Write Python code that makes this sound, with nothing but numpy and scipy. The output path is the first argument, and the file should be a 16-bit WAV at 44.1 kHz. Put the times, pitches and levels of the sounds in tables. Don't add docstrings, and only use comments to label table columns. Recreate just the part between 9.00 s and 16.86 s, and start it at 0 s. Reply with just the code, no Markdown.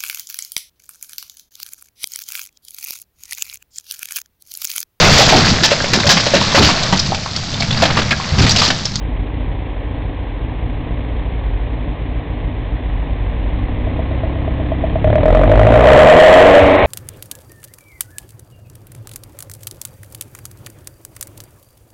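import sys
import numpy as np
from scipy import signal
from scipy.fft import rfft, irfft, next_fast_len
from scipy.io import wavfile
from scipy.ndimage import uniform_filter1d

SR = 44100
rng = np.random.default_rng(int(sys.argv[2]) if len(sys.argv) > 2 else 0)


def wav_out(sig):
    wavfile.write(sys.argv[1], SR, np.round(np.clip(np.atleast_2d(sig).T, -1, 1) * 32767).astype(np.int16))


N = 346626
ALL_OPEN_S = 6.043
CLIP_LEVEL = 0.72

# (exhaust level [dB], intake level [dB], trumpet pitch [Hz], ring time [s], delay of the gulp [s])
CYLINDERS = [(2.5, -0.5, 626, 0.086, 0.00048), (10.5, -3.5, 628, 0.071, 0.00076),
             (-0.5, -1.5, 635, 0.022, 0.0014), (7, -2.5, 608, 0.044, 0.0008)]


def bark(start_s, db, hz, ring_s, rasp_db, rasp_s=0.0014, attack_s=0.0013, hold_s=0.002):
    # (multiple of its pitch, level [dB], share of the ring time)
    tones = [(0.799, -10, 0.37), (1, 1, 1), (2.782, -27.5, 0.68), (3.08, -34.5, .8), (3.652, -31.5, 0.7),
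             (4.953, -31, 0.59)]
    # (frequency [Hz], width [Hz], level [dB])
    rasp_bands = [(1210, 420, -9), (1850, 250, 9), (2380, 230, -12.5), (3200, 600, -11.5)]
    first = int(start_s * SR)
    t = np.arange(min(SR // 8, N - first)) / SR
    pitch = hz * (1 - 0.04 * np.exp(-t / 0.0025))
    turns = np.cumsum(pitch) / SR
    released = np.maximum(t - hold_s, 0)
    ring = sum(undb(level - 60 * released / (ring_s * share)) * np.sin(2 * np.pi * multiple * turns)
               for multiple, level, share in tones)
    ring *= 1 - np.exp(-t / attack_s)
    rasp = undb(rasp_db) * unit(resonate(rng.standard_normal(len(t)), rasp_bands))
    rasp *= np.exp(-t / rasp_s) * np.minimum(t / attack_s, 1)
    return slice(first, first + len(t)), undb(db) * (ring + rasp)


def intake(fired, rate_hz, bark_db, scatter_db=0.63, jitter_s=0.00003, detune=0.005):
    # (time [s], dip [dB])
    weak_gulps = [(6.207, -9), (6.455, -13)]
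    strokes = fired[np.argmin(abs(fired - ALL_OPEN_S)):-1]
    chance = rng.standard_normal((len(strokes), 3))
    ring_share = (rate_hz[int(ALL_OPEN_S * SR)] / rate_hz) ** 0.4
    out = np.zeros(N)
    for stroke, (s, (late, loud, sharp)) in enumerate(zip(strokes, chance)):
        _, own_db, hz, ring_s, delay_s = CYLINDERS[stroke % len(CYLINDERS)]
        now = int(s * SR)
        weak_db = sum(dip for at, dip in weak_gulps if abs(s - at) < 0.01)
        db = bark_db[now] + own_db + weak_db + scatter_db * loud
        start_s = s + delay_s + jitter_s * late
        place, sound = bark(start_s, db, hz * (1 + detune * sharp), ring_s * ring_share[now], rasp_db=-10)
        out[place] += sound
    return out


def lone_gulps():
    # (time [s], level [dB])
    gulps = [(4.871, -16), (4.991, -13.5), (5.112, -16.5), (5.234, -13), (5.358, -20.5), (5.477, -13),
             (5.598, -14.5), (5.718, -9), (5.838, -6.5), (5.956, -6.5)]
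    out = np.zeros(N)
    for s, db in gulps:
        place, sound = bark(s, db, hz=645, ring_s=0.05, rasp_db=-22)
        out[place] += sound
    return out


def howl(strokes, break_stroke=2.2, recover_strokes=0.3):
    # (time [s], pitch [Hz], level [dB])
    song = [(6.62, 599, -39.5), (6.74, 609, -11), (6.86, 601.4, -9), (6.93, 610.2, 0), (7.15, 621.3, 2),
            (7.33, 635, 5.5), (7.47, 624.7, -1.5), (7.53, 576.4, -6.5), (7.58, 586, 2), (7.61, 583, -16.5),
            (7.86, 572, -17)]
    pitch, db = curves(song)
    since_break = (strokes - break_stroke) % len(CYLINDERS)
    last_break = np.maximum.accumulate(np.arange(N) * (np.diff(since_break, prepend=0) < 0))
    turns = np.cumsum(pitch) / SR
    tone = np.sin(2 * np.pi * (turns - turns[last_break]))
    playing = np.arange(N) / SR > ALL_OPEN_S
    return playing * undb(db) * tone * (1 - np.exp(-since_break / recover_strokes))


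def exhaust(fired, hz, opening_db, scatter_db=4.5, jitter_s=0.00091, gas_db=2.5, shake_db=6.5):
    # (frequency [Hz], width [Hz], level [dB])
    resonances = [(47.5, 18, 3.5), (57, 7, -11.5), (93.3, 15.2, 4.5), (113, 2.6, -11.5), (129.5, 2, -6.5),
                  (167.7, 13, -16.5), (247.4, 10.6, -0.5), (279.4, 13, -9.5)]
    late, loud = rng.standard_normal((len(fired), 2)).T
    unsteady = (hz.min() / hz) ** 3 + coasting(hz, opening_db)
    ragged = unsteady[(fired * SR).astype(int)]
    cylinder_db = np.resize(np.array(CYLINDERS)[:, 0], len(fired))
    sizes = undb(ragged * (cylinder_db + scatter_db * loud))
    puffs = strikes(fired + jitter_s * ragged * late, sizes, decay_s=0.003)
    gas = undb(gas_db) * unsteady * rng.standard_normal(N)
    shake = undb(shake_db) * np.sqrt(unsteady) * rattle(fired, decay_s=0.018)
    pipe = resonate(unit(puffs) + gas + shake, resonances)
    pipe = signal.sosfilt(signal.butter(2, [21, 400], "band", fs=SR, output="sos"), pipe)
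    return even(garage(pipe, wet_db=7.5))


def exhaust_level(hz, opening_db, boom_hz=53, boom_width_hz=19.4, stumble_s=0.08):
    # (time [s], dip [dB])
    stumbles = [(.74, -5.5), (1.3, -4), (2.98, -3.5), (3.32, -2)]
    t = np.arange(N) / SR
    smoothing_db = -1.5 * np.log2(hz / hz.min())
    boom_db = 16.5 * np.exp(-((hz - boom_hz) / boom_width_hz) ** 2)
    burble_db = 6 * coasting(hz, opening_db)
    dips_db = sum(db * np.exp(-((t - s) / stumble_s) ** 2) for s, db in stumbles)
    return -23 + smoothing_db + boom_db + burble_db + dips_db


def air_rush(fired, leak=0.2):
    # (frequency [Hz], level [dB])
    spectrum = [(60, -2), (150, -4.5), (300, -10), (460, 6), (600, 10), (780, 2.5), (1200, -5),
                (1450, -12.5), (1900, -7.5), (2500, -15), (3200, -29.5), (4200, -27.5)]
    air = unit((leak + strikes(fired, 1, decay_s=0.005)) * rng.standard_normal(N))
    return unit(colour(0.5 * air + rattle(fired, decay_s=0.007), spectrum))


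def drone(strokes, hz, count=18, lowest_tone_db=-11):
    # (frequency [Hz], width [Hz], level [dB])
    resonances = [(68, 14, 6.5), (105.1, 15, 6), (151, 40, -5.5), (222.6, 30, -6), (284, 27, -5),
                  (350, 41, -10.5), (507, 45, 0.5), (580, 32, -1.5), (689, 50, -1.5), (1010, 500, -20),
                  (1056, 32, -9.5)]
    f = np.arange(count * hz.max())
    response = sum(undb(db) / (1 + (2 * (f - centre) / width) ** 2) for centre, width, db in resonances)
    upper = np.clip((f - 300) / 200, 0, 1)
    growth = undb(9 * np.log2(hz / hz.max()))
    out = np.zeros(N)
    for k in range(1, count + 1):
        at = np.minimum((k * hz).astype(int), len(f) - 1)
        gain = undb(lowest_tone_db * (k == 1)) * response[at] * (1 + upper[at] * (growth - 1))
        out += gain * np.sin(2 * np.pi * (k * strokes + rng.random()))
    return out


def thrash(fired, hz, top_db=-11.5, db_per_octave=17):
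    # (frequency [Hz], level [dB])
    spectrum = [(60, -1.5), (200, -7.5), (290, 4), (400, -7.5), (500, -4.5), (590, 10), (700, 1.5),
                (1060, -3), (1220, -5.5), (1500, -13), (2000, -4), (2500, -9), (3100, -21), (4200, -23)]
    snarl = rattle(fired, decay_s=0.016) + undb(-3) * rng.standard_normal(N)
    return unit(colour(snarl, spectrum)) * undb(top_db + db_per_octave * np.log2(hz / hz.max()))


def clatter(fired, knock_db=-24.5, tick_db=-5, shake_db=-7):
    # (frequency [Hz], level [dB])
    spectrum = [(90, -21.5), (200, -16.5), (270, 2.5), (345, -5), (430, -2), (620, -5.5), (1080, -11),
                (1350, -22.5), (1600, -16.5), (1850, -14), (2300, -16.5), (2700, -20), (3600, -20.5),
                (4200, -29)]
    knocks = strikes(fired, undb(1.8 * rng.standard_normal(len(fired))), decay_s=0.016)
    count = 4 * len(fired)
    tick_times = np.interp(np.arange(count) / 4, np.arange(len(fired)), fired)
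    tick_times += 0.0035 * rng.standard_normal(count)
    ticks = strikes(tick_times, undb(-3 * rng.standard_normal(count)), decay_s=0.005)
    hiss = unit((1 + undb(knock_db) * knocks + undb(tick_db) * ticks) * rng.standard_normal(N))
    return unit(colour(hiss + undb(shake_db) * rattle(fired, decay_s=0.066), spectrum))


def rattle(fired, decay_s):
    t = np.arange(SR // 10) / SR
    count = len(CYLINDERS)
    shakes = rng.standard_normal((count, len(t))) * np.exp(-t / decay_s)
    kicks = [strikes(fired[k::count], 1, 1 / SR) for k in range(count)]
    return even(sum(signal.oaconvolve(kick, shake)[:N] for kick, shake in zip(kicks, shakes)))


def thuds(hz=69, attack_s=0.005, decay_s=0.027):
    # (time [s], level [dB])
    afterfires = [(7.621, -6.5), (7.831, -8)]
    s, db = np.transpose(afterfires)
    t = np.arange(SR // 5) / SR
    swing = np.sin(2 * np.pi * hz * t) * np.exp(-t / decay_s) * (1 - np.exp(-t / attack_s))
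    return signal.oaconvolve(strikes(s, undb(db), 1 / SR), swing)[:N]


def pulley(strokes, turns_per_firing=1.62):
    # (time [s], level [dB])
    levels = [(0, -23.5), (1.2, -26.5), (1.7, -34), (2.5, -16.5), (3, -24), (3.5, -26.5), (4.1, -16.5),
              (4.6, -19.5), (4.95, -36.5), (6, -60.5)]
    db, = curves(levels)
    return undb(db) * np.sin(2 * np.pi * (turns_per_firing * strokes + rng.random()))


def garage(x, wet_db, echo_s=0.91):
    t = np.arange(SR // 2) / SR
    tail = rng.standard_normal(len(t)) * undb(-60 * t / echo_s) * (t > 0.008)
    return x + undb(wet_db) * signal.fftconvolve(x, tail / np.linalg.norm(tail))[:N]


def overload_whistle(clipped, clock_hz=8000):
    overload = uniform_filter1d(1. * (abs(clipped) >= CLIP_LEVEL), SR // 10) ** 2
    honk = resonate(clipped, [(625, 90, 0)])
    clock = 2 * np.pi * clock_hz * np.arange(N) / SR
    copies = honk * overload * (undb(-20) * np.cos(clock) + undb(-26) * np.cos(2 * clock))
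    return colour(copies, [(7400, 0), (8600, -7)])


def coasting(hz, opening_db):
    return np.clip(1 - undb(opening_db), 0, 1) * (hz / hz.max()) ** 4


def intake_level(hz, opening_db, top_db, per_db, per_octave):
    return top_db + per_db * opening_db + per_octave * np.log2(hz / hz.max())


def undb(db):
    return 10 ** (np.asarray(db) / 20)


def curves(rows):
    s, *columns = np.transpose(rows)
    return [np.interp(np.arange(N) / SR, s, c) for c in columns]


def unit(x):
    return x / np.sqrt(np.mean(x ** 2))


def even(x):
    return x / np.sqrt(uniform_filter1d(uniform_filter1d(x ** 2, SR // 5), SR // 10) + 1e-12)


def resonate(x, bands):
    return sum(undb(db) * signal.lfilter(*signal.iirpeak(hz, hz / width, SR), x)
               for hz, width, db in bands)


def colour(x, points):
    hz, db = np.transpose(points)
    size = next_fast_len(N)
    f = np.maximum(np.fft.rfftfreq(size, 1 / SR), 1)
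    gain = undb(np.interp(np.log(f), np.log(hz), db))
    return irfft(rfft(x, size) * gain, size)[:N]


def strikes(times, sizes, decay_s):
    x = np.zeros(N)
    np.add.at(x, np.clip((times * SR).astype(int), 0, N - 1), sizes)
    return signal.lfilter([1], [1, -np.exp(-1 / (decay_s * SR))], x)


def scene():
    # (time [s], firing rate [Hz])
    speed = [(0, 28), (1.4, 27.8), (2.2, 29.2), (3.3, 28.1), (4.4, 30.4), (4.9, 32.84), (5.7, 33.18),
             (6.07, 34.68), (6.37, 45.83), (6.77, 58.34), (7.42, 94.5), (7.55, 96.8), (7.86, 92.6)]
    # (time [s], opening [dB, about 0 is wide open])
    throttle = [(4.1, -38.5), (4.9, -19), (5.48, -17), (5.83, -15.5), (6.05, -15), (6.28, -8.5),
                (6.55, -7.5), (6.84, 1.5), (6.92, 4), (7.38, 1.5), (7.5, 0), (7.58, -2), (7.61, -8.5),
                (7.86, -19)]
    hz, = curves(speed)
    opening_db, = curves(throttle)
    all_open = int(ALL_OPEN_S * SR)
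    strokes = np.cumsum(hz) / SR
    strokes -= strokes[all_open]
    fired = np.flatnonzero(np.diff(np.floor(strokes))) / SR
    boom = exhaust(fired, hz, opening_db) * undb(exhaust_level(hz, opening_db))
    valves = clatter(fired) * undb(-31) * (hz / hz.min()) ** 1.23
    barks = intake(fired, hz, intake_level(hz, opening_db, top_db=2, per_db=0.58, per_octave=-2.7))
    honk = garage(barks + howl(strokes) + lone_gulps(), wet_db=-20)
    air = air_rush(fired) * undb(intake_level(hz, opening_db, top_db=-4.5, per_db=1, per_octave=6.34))
    hum_db = intake_level(hz, opening_db, top_db=-7.5, per_db=0.51, per_octave=4.22)
    hum = drone(strokes, hz) * undb(hum_db)
    roar = (air + hum) * undb(-8 * (np.arange(N) < all_open))
    return (boom + thuds() + pulley(strokes) + valves + thrash(fired, hz) + roar + honk)[None]


def record(dry, mic_hz=4150, top_hz=15900):
    narrow = signal.sosfilt(signal.ellip(8, 0.5, 80, mic_hz, fs=SR, output="sos"), dry)
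    clipped = np.clip(narrow[0], -CLIP_LEVEL, CLIP_LEVEL)
    dulled = colour(clipped + overload_whistle(clipped), [(3300, 0), (4800, -8), (8000, -4.5), (14000, -11)])
    return signal.sosfilt(signal.ellip(8, 0.2, 70, top_hz, fs=SR, output="sos"), dulled)[None]


dry = scene()
out = record(dry)
wav_out(out)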